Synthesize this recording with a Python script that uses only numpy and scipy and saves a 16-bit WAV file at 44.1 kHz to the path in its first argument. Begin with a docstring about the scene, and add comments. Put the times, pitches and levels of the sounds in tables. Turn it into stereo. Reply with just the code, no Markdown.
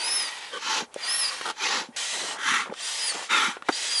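"""A hiss of air with a thin whistle on top: a fabric foot bellows pumps up a rubber dinghy on gravel.
Five pushes rush through the hose, and four of them make a valve whistle. Between them the bellows
gulps air through its inlet with a faint hoot; its coated cloth pops, crumples, thuds and rubs.
It is heard beside the pump at first, then abruptly from above the boat."""
import sys
import numpy as np
from scipy import signal
from scipy.fft import rfft, irfft, next_fast_len
from scipy.io import wavfile
from scipy.ndimage import uniform_filter1d, map_coordinates

SR = 44100
rng = np.random.default_rng(int(sys.argv[2]) if len(sys.argv) > 2 else 0)


def generate_wav(signal):
    """Clip the signal to [-1, 1] and save it as 16-bit WAV at the path in sys.argv[1]."""
    frames = np.transpose(np.atleast_2d(signal))
    scaled = np.clip(frames, -1, 1) * 32767
    pcm = np.round(scaled).astype(np.int16)
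    wavfile.write(sys.argv[1], SR, pcm)


N = 176400


# Foot pushes: start_s, full_flow_s, ease_s, end_s, level_db
PUSHES_PUMP = [(-.1, .04, 0.21, 0.64, -31), (.915, 1.09, 1.285, 1.55, -30.5), (1.925, 2.1, 2.2, 2.4, -32)]
PUSHES_BOAT = [(1.85, 1.96, 2.185, 2.384, -29), (2.71, 2.88, 3.05, 3.307, -29),
               (3.63, 3.79, 3.95, 4.1, -29.5)]
# Hiss spectrum: freq_hz, gain_db
HISS_PUMP = [(100, -31.5), (400, -12), (760, -1), (4000, -1), (8500, -11), (11000, -12)]
HISS_BOAT = [(100, -36), (350, -19.5), (700, -4.5), (1400, -7), (3600, 0.5), (8000, -3.5), (11000, -11)]
# Hose resonance: centre_hz, width_hz, gain_db
HOSE_MODES_PUMP = [(1890, 47, 3.5)]
HOSE_MODES_BOAT = [(1870, 300, -0.76)]

def hose_hiss(pushes, spectrum, modes, rise_db=23.5, sag_db_per_s=27, release_s=0.054, flutter_db=0.86):
    """Air forced through the hose swells, holds and sags; more flow is brighter."""
    body, treble = turbulence(spectrum, modes)
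    out, t = np.zeros(N), clock()
    for start, full, ease, end, db in pushes:
        rise = np.clip((full - t) / (full - start), 0, 2)
        flow_db = -rise_db * rise ** 2 - sag_db_per_s * np.maximum(t - ease, 0)
        valve = (t > start) * np.clip((end - t) / release_s, 0, 1)
        out += valve * amp(db + flow_db) * (body + treble * amp(0.58 * flow_db))
    return out * amp(flutter_db * wobble(60))


# Refills: start_s, full_flow_s, ease_s, end_s, level_db
GULPS_PUMP = [(.55, .735, 0.767, 0.864, -24.5), (1.535, 1.67, 1.749, 1.8855, -25.5)]
GULPS_BOAT = [(2.34, 2.51, 2.541, 2.698, -22), (3.283, 3.318, 3.416, 3.588, -21)]
# Inlet spectrum: freq_hz, gain_db
INLET_PUMP = [(100, -35), (270, -9.5), (680, -8), (860, 3), (2000, -1.5), (4100, -3), (6800, -6),
              (8800, -22), (10800, -18)]
INLET_BOAT = [(100, -39), (240, -13), (650, -18.5), (870, -4), (2200, -0.5), (2800, -10.5), (3500, -5),
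              (4500, -16), (7000, -14), (9000, -22)]
# Inlet resonance: centre_hz, width_hz, gain_db
INLET_MODES_PUMP = [(4040, 160, -5.5)]
INLET_MODES_BOAT = [(1350, 103, 2.6)]

def inlet_gulps(gulps, spectrum, modes, swell_db=29.5, flutter_db=1):
    """Air drawn past the fluttering inlet flap, one arch per refill."""
    body, treble = turbulence(spectrum, modes)
    out, t = np.zeros(N), clock()
    for start, full, ease, end, db in gulps:
        off_peak = np.maximum((full - t) / (full - start), (t - ease) / (end - ease))
        flow_db = -swell_db * np.clip(off_peak, 0, 2) ** 2
        out += amp(db + flow_db) * (body + treble * amp(0.069 * flow_db))
    return out * amp(flutter_db * wobble(150))


# Valve tone, one track per whistle: time_s, pitch_hz, level_db, octave_level_db
WHISTLES = [
    [(0, 4540, -35, -47), (.07, 5080, -29, -30), (.154, 5306, -26.5, -25), (.238, 4940, -30.5, -35.5),
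     (.29, 4590, -37, -48)],
    [(1.015, 4850, -38, -58), (1.055, 4669, -33.5, -44), (1.118, 5250, -27.5, -27),
     (1.18, 5460, -35, -28.5), (1.222, 5160, -27.5, -25.5), (1.255, 4900, -26, -34),
     (1.296, 4800, -28.5, -43)],
    [(2.825, 4750, -37, -42), (2.96, 4970, -40, -50), (3.045, 4970, -29.5, -34), (3.075, 4880, -29, -29),
     (3.104, 4460, -27.5, -31), (3.12, 4330, -38, -43)],
    [(3.727, 4690, -31.5, -63), (3.77, 4910, -35, -47), (3.83, 4960, -44, -56), (3.91, 4780, -30, -44),
     (3.955, 4886, -24.5, -38), (3.98, 4750, -24, -32), (4, 4550, -29, -27.5)],
]

def valve_whistles(trim_db=-1.5, flutter_db=2, rattle_at_s=1.268, rattle_half_s=0.0321):
    """The valve sings an unsteady gliding tone and its octave; the pitch rattles once, briefly."""
    drift = 1 + 0.00305 * wobble(90) + 0.00705 * wobble(1200)
    rattle = np.exp(-((clock() - rattle_at_s) / rattle_half_s) ** 4)
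    drift += 0.028 * rattle * wobble(700)
    tone_flutter, octave_flutter = amp(flutter_db * wobble(110)), amp(flutter_db * wobble(110))
    out = np.zeros(N)
    for track in WHISTLES:
        gate, hz, db, octave_db = curves(track, fade_s=.004)
        phase = 2 * np.pi * np.cumsum(hz * drift) / SR
        tone = tone_flutter * amp(db) * np.sin(phase)
        octave = octave_flutter * amp(octave_db) * np.sin(2 * phase)
        out += gate * (tone + octave)
    return np.sqrt(2) * amp(trim_db) * out


# Inlet noise bands, one track per band: time_s, pitch_hz, level_db
HOOTS = [
    [(1.6, 2429, -45), (1.652, 2500, -31), (1.69, 3050, -35)],
    [(2.46, 1661, -37), (2.53, 1858, -27), (2.62, 2024, -35)],
    [(3.31, 3770, -32), (3.36, 3590, -30.5), (3.44, 3094, -38)],
    [(3.31, 2750, -30.5), (3.345, 2610, -27), (3.42, 2300, -39)],
]

def inlet_hoots(width_hz=170):
    """Narrow bands of turbulence glide at the inlet as the bellows opens."""
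    out = np.zeros(N)
    for track in HOOTS:
        gate, hz, db = curves(track)
        band = wobble(width_hz) + 1j * wobble(width_hz)
        carrier = np.exp(2j * np.pi * np.cumsum(hz) / SR)
        out += gate * amp(db) * unit(np.real(band * carrier))
    return out


# Snaps: start_s, level_db, cutoff_hz, t60_s
POPS = [(0.9428, -23.5, 6840, 0.0032), (1.412, -24, 2100, 0.028), (2.7384, -32, 3180, 0.027),
        (3.568, -27.5, 1490, 0.021), (3.623, -26.5, 1790, 0.015), (3.6863, -17.5, 1870, 0.044),
        (3.69, -14, 1370, 0.021), (3.691, -13.5, 760, 0.031)]
# Cloth resonances: centre_hz, width_hz, gain_db
CLOTH_MODES = [(367, 117, 4.5), (724, 114, 2), (1150, 170, 2), (1414, 180, 4)]

def cloth_pops(broadband_db=-4, tail_db=-27, tail_t60_s=0.18):
    """Cloth and inlet flap snap taut and ring the cloth's resonances; tight snaps have little bass."""
    out = np.zeros(N)
    for start, db, cutoff_hz, t60 in POPS:
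        def skin(f):
            lowpass = 1 / np.sqrt(1 + (f / cutoff_hz) ** 4)
            highpass = f ** 2 / (f ** 2 + (0.3 * cutoff_hz) ** 2)
            return (amp(broadband_db) + ring(CLOTH_MODES, f)) * lowpass * highpass
        envelope = burst(start, t60) + amp(tail_db) * burst(start, tail_t60_s)
        snap = filtered(rng.standard_normal(N), skin) * envelope
        out += amp(db) * snap * np.linalg.norm(envelope) / np.linalg.norm(snap)
    return out


# Slack folds flipping over: start_s, level_db
FOLD_THUDS = [(.82, -29), (1.887, -32.5), (2.515, -28), (2.694, -28.5), (3.481, -25.5)]
# Hollow knocks under the foot: start_s, level_db
FOOT_KNOCKS = [(.9615, -13), (2.7236, -14.5)]

def bellows_thuds(hits, pitch_hz, t60_s, attack_s=0.00083, rough_rad=0.57):
    """A rough damped tone as a fold flips over or the bellows takes the foot's weight."""
    out = np.zeros(N)
    for start, db in hits:
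        t = np.maximum(clock() - start, 0)
        envelope = burst(start, t60_s) * (1 - np.exp(-t / attack_s))
        out += amp(db) * envelope * np.sin(2 * np.pi * pitch_hz * t + rough_rad * wobble(300))
    return out


# Crumpling folds: centre_s, half_length_s, level_db, centre_hz
CRUMPLES = [(0.791, .05, -36, 727), (1.749, .12, -39, 602), (2.259, .17, -36.5, 972),
            (2.688, .04, -37, 850), (3.18, .08, -35.5, 900.1)]

def cloth_crumples(creases_per_s=750, t60_cycles=28, size_spread_db=3.5):
    """Swarms of tiny damped creases as the cloth folds."""
    out, t = np.zeros(N), np.arange(SR // 50) / SR
    for centre_s, half_s, db, centre_hz in CRUMPLES:
        count = int(creases_per_s * 2 * half_s)
        when, pitch, size = np.hsplit(rng.standard_normal((400, 3))[:count], 3)
        start_s = centre_s + half_s * np.tanh(when / 2)
        hz = np.clip(centre_hz * np.exp(0.474 * pitch), 150, 9000)
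        decay = amp(-60 * t * hz / t60_cycles)
        creases = amp(size_spread_db * size) * np.sqrt(hz) * np.sin(2 * np.pi * hz * t) * decay
        samples = (start_s * SR).astype(int) + np.arange(len(t))
        swarm = np.bincount(samples.ravel(), creases.ravel(), N)[:N]
        out += amp(db) * swarm * np.sqrt(half_s * SR) / np.linalg.norm(swarm)
    return out


# Rub under the sole, creak as the foot lifts: centre_s, length_s, level_db
RUBS = [(1.485, 0.061, -27)]
CREAKS = [(.557, 0.056, -31)]
# Bellows resonances: centre_hz, width_hz, gain_db
RUB_MODES = [(457, 76, 1), (860, 240, 5.5), (1245, 120, 10.5), (3200, 700, -6.5)]
CREAK_MODES = [(494, 54, 5.5), (1144, 70, 6.5), (1497, 47, 5), (3110, 70, 4)]

def cloth_friction(strokes, modes, slips_per_s=2600):
    """Irregular slips of cloth on cloth ring the flattened bellows."""
    slips = (rng.random(N) < slips_per_s / SR) * (1 + .5 * rng.standard_normal(N))
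    rasp = unit(filtered(slips, lambda f: ring(modes, f)))
    envelope = sum(amp(db) / (1 + (2 * (clock() - at) / length) ** 8) for at, length, db in strokes)
    return rasp * envelope


# Outdoor air spectrum: freq_hz, gain_db
AIR_SPECTRUM = [(25, -20), (800, 4.5), (3000, -17.5)]

def outdoor_air(level_db=-53.5):
    """Faint steady outdoor noise."""
    return amp(level_db) * unit(filtered(rng.standard_normal(N), lambda f: amp(along(AIR_SPECTRUM, f))))


def ground_scatter(x, level_db=-13.5, t60_s=.07):
    """Short diffuse stereo reflections from ground and hulls."""
    tail = (rng.standard_normal((2, N)) * burst(0, t60_s))[:, :SR // 2]
    tail /= np.linalg.norm(tail[0])
    return amp(level_db) * signal.fftconvolve(x[None], tail, axes=1)[:, :N]


def turbulence(spectrum, modes, ripple_db=2.6, split_hz=3730):
    """Duct noise with main resonances and fine ones that drift as it flexes; returns body, treble."""
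    frames = signal.stft(rng.standard_normal(N), nperseg=1024)[2]
    ripple = uniform_filter1d(rng.standard_normal(frames.shape), 3, axis=0)
    ripple = unit(uniform_filter1d(ripple, 16, axis=1))
    noise = signal.istft(frames * amp(ripple_db * ripple), nperseg=1024)[1][:N]
    rush = unit(filtered(noise, lambda f: amp(along(spectrum, f)) * (1 + ring(modes, f))))
    body = filtered(rush, lambda f: 1 / (1 + (f / split_hz) ** 8))
    return body, rush - body


def amp(db):
    """Decibels to gain."""
    return 10 ** (np.asarray(db) / 20)


def unit(x):
    """Scale to rms 1."""
    return x / np.sqrt(np.mean(x ** 2) + 1e-20)


def clock():
    """Sample times in seconds."""
    return np.arange(N) / SR


def along(points, hz):
    """Interpolate (freq_hz, value) points on a log axis."""
    freqs, values = np.transpose(points)
    return np.interp(np.log(hz + 1), np.log(freqs + 1), values)


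def curves(track, fade_s=0.0025):
    """A gate over the track's span, then each column per sample."""
    times, *columns = np.transpose(track)
    t = clock()
    gate = np.clip(np.minimum(t - times[0], times[-1] - t) / fade_s + 2, 0, 2) / 2
    return [gate] + [np.interp(t, times, column) for column in columns]


def wobble(knots_per_s):
    """A smooth random curve."""
    knots = rng.standard_normal(int(N * knots_per_s / SR) + 4)
    return map_coordinates(knots, [clock() * knots_per_s])


def burst(start_s, t60_s):
    """Sudden start, exponential decay."""
    t = clock() - start_s
    return (t >= 0) * amp(-60 * np.abs(t) / t60_s)


def filtered(x, response):
    """Apply a complex frequency response."""
    size = next_fast_len(N + SR // 2)
    return irfft(rfft(x, size) * response(np.fft.rfftfreq(size, 1 / SR)), size)[..., :N]


def ring(modes, f):
    """Summed response of band-pass resonances."""
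    return sum(amp(db) * 1j * f * width / (hz * hz - f * f + 1j * f * width) for hz, width, db in modes)


# Phase, left ahead of right: freq_hz, lead_rad
LEAD_PUMP = [(0, -1.8), (1210, 1.32), (7240, 0.053), (11600, -1.1)]
LEAD_BOAT = [(0, 0), (1210, 1.0), (7060, 0.53), (11600, 0.82)]
# Balance: freq_hz, left_minus_right_db
PAN_PUMP = [(350, -0.5), (11000, -2.8)]
PAN_BOAT = [(200, -1.3), (1000, 1.2)]

def stereo(x, lead, pan):
    """Phase and level differences between left and right."""
    def response(f):
        log_ratio = 1j * along(lead, f) + np.log(amp(along(pan, f)))
        return np.exp(np.outer([.5, -.5], log_ratio))
    return filtered(x, response)


def scene(move_s=1.963, cloth_low_hz=163):
    """The pumping heard beside the pump, then from above the boat after move_s."""
    thuds = bellows_thuds(FOLD_THUDS, pitch_hz=239, t60_s=0.072)
    thuds += bellows_thuds(FOOT_KNOCKS, pitch_hz=567, t60_s=0.016)
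    friction = cloth_friction(RUBS, RUB_MODES) + cloth_friction(CREAKS, CREAK_MODES)
    low_cut = signal.butter(3, cloth_low_hz, "high", fs=SR, output="sos")
    cloth = signal.sosfilt(low_cut, cloth_pops() + cloth_crumples() + thuds + friction)
    common = valve_whistles() + inlet_hoots() + cloth + outdoor_air()
    pump = common + hose_hiss(PUSHES_PUMP, HISS_PUMP, HOSE_MODES_PUMP)
    pump += inlet_gulps(GULPS_PUMP, INLET_PUMP, INLET_MODES_PUMP)
    boat = common + hose_hiss(PUSHES_BOAT, HISS_BOAT, HOSE_MODES_BOAT)
    boat += inlet_gulps(GULPS_BOAT, INLET_BOAT, INLET_MODES_BOAT)
    pump *= clock() < move_s
    boat *= clock() >= move_s
    direct = stereo(pump, LEAD_PUMP, PAN_PUMP) + stereo(boat, LEAD_BOAT, PAN_BOAT)
    return direct + ground_scatter(pump + boat)


def record(dry, top_hz=11200, edge_hz=200):
    """Steep low-pass at the band limit."""
    return filtered(dry, lambda f: np.clip((top_hz - f) / edge_hz + .5, 0, 1))


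dry = scene()
out = record(dry)
generate_wav(out)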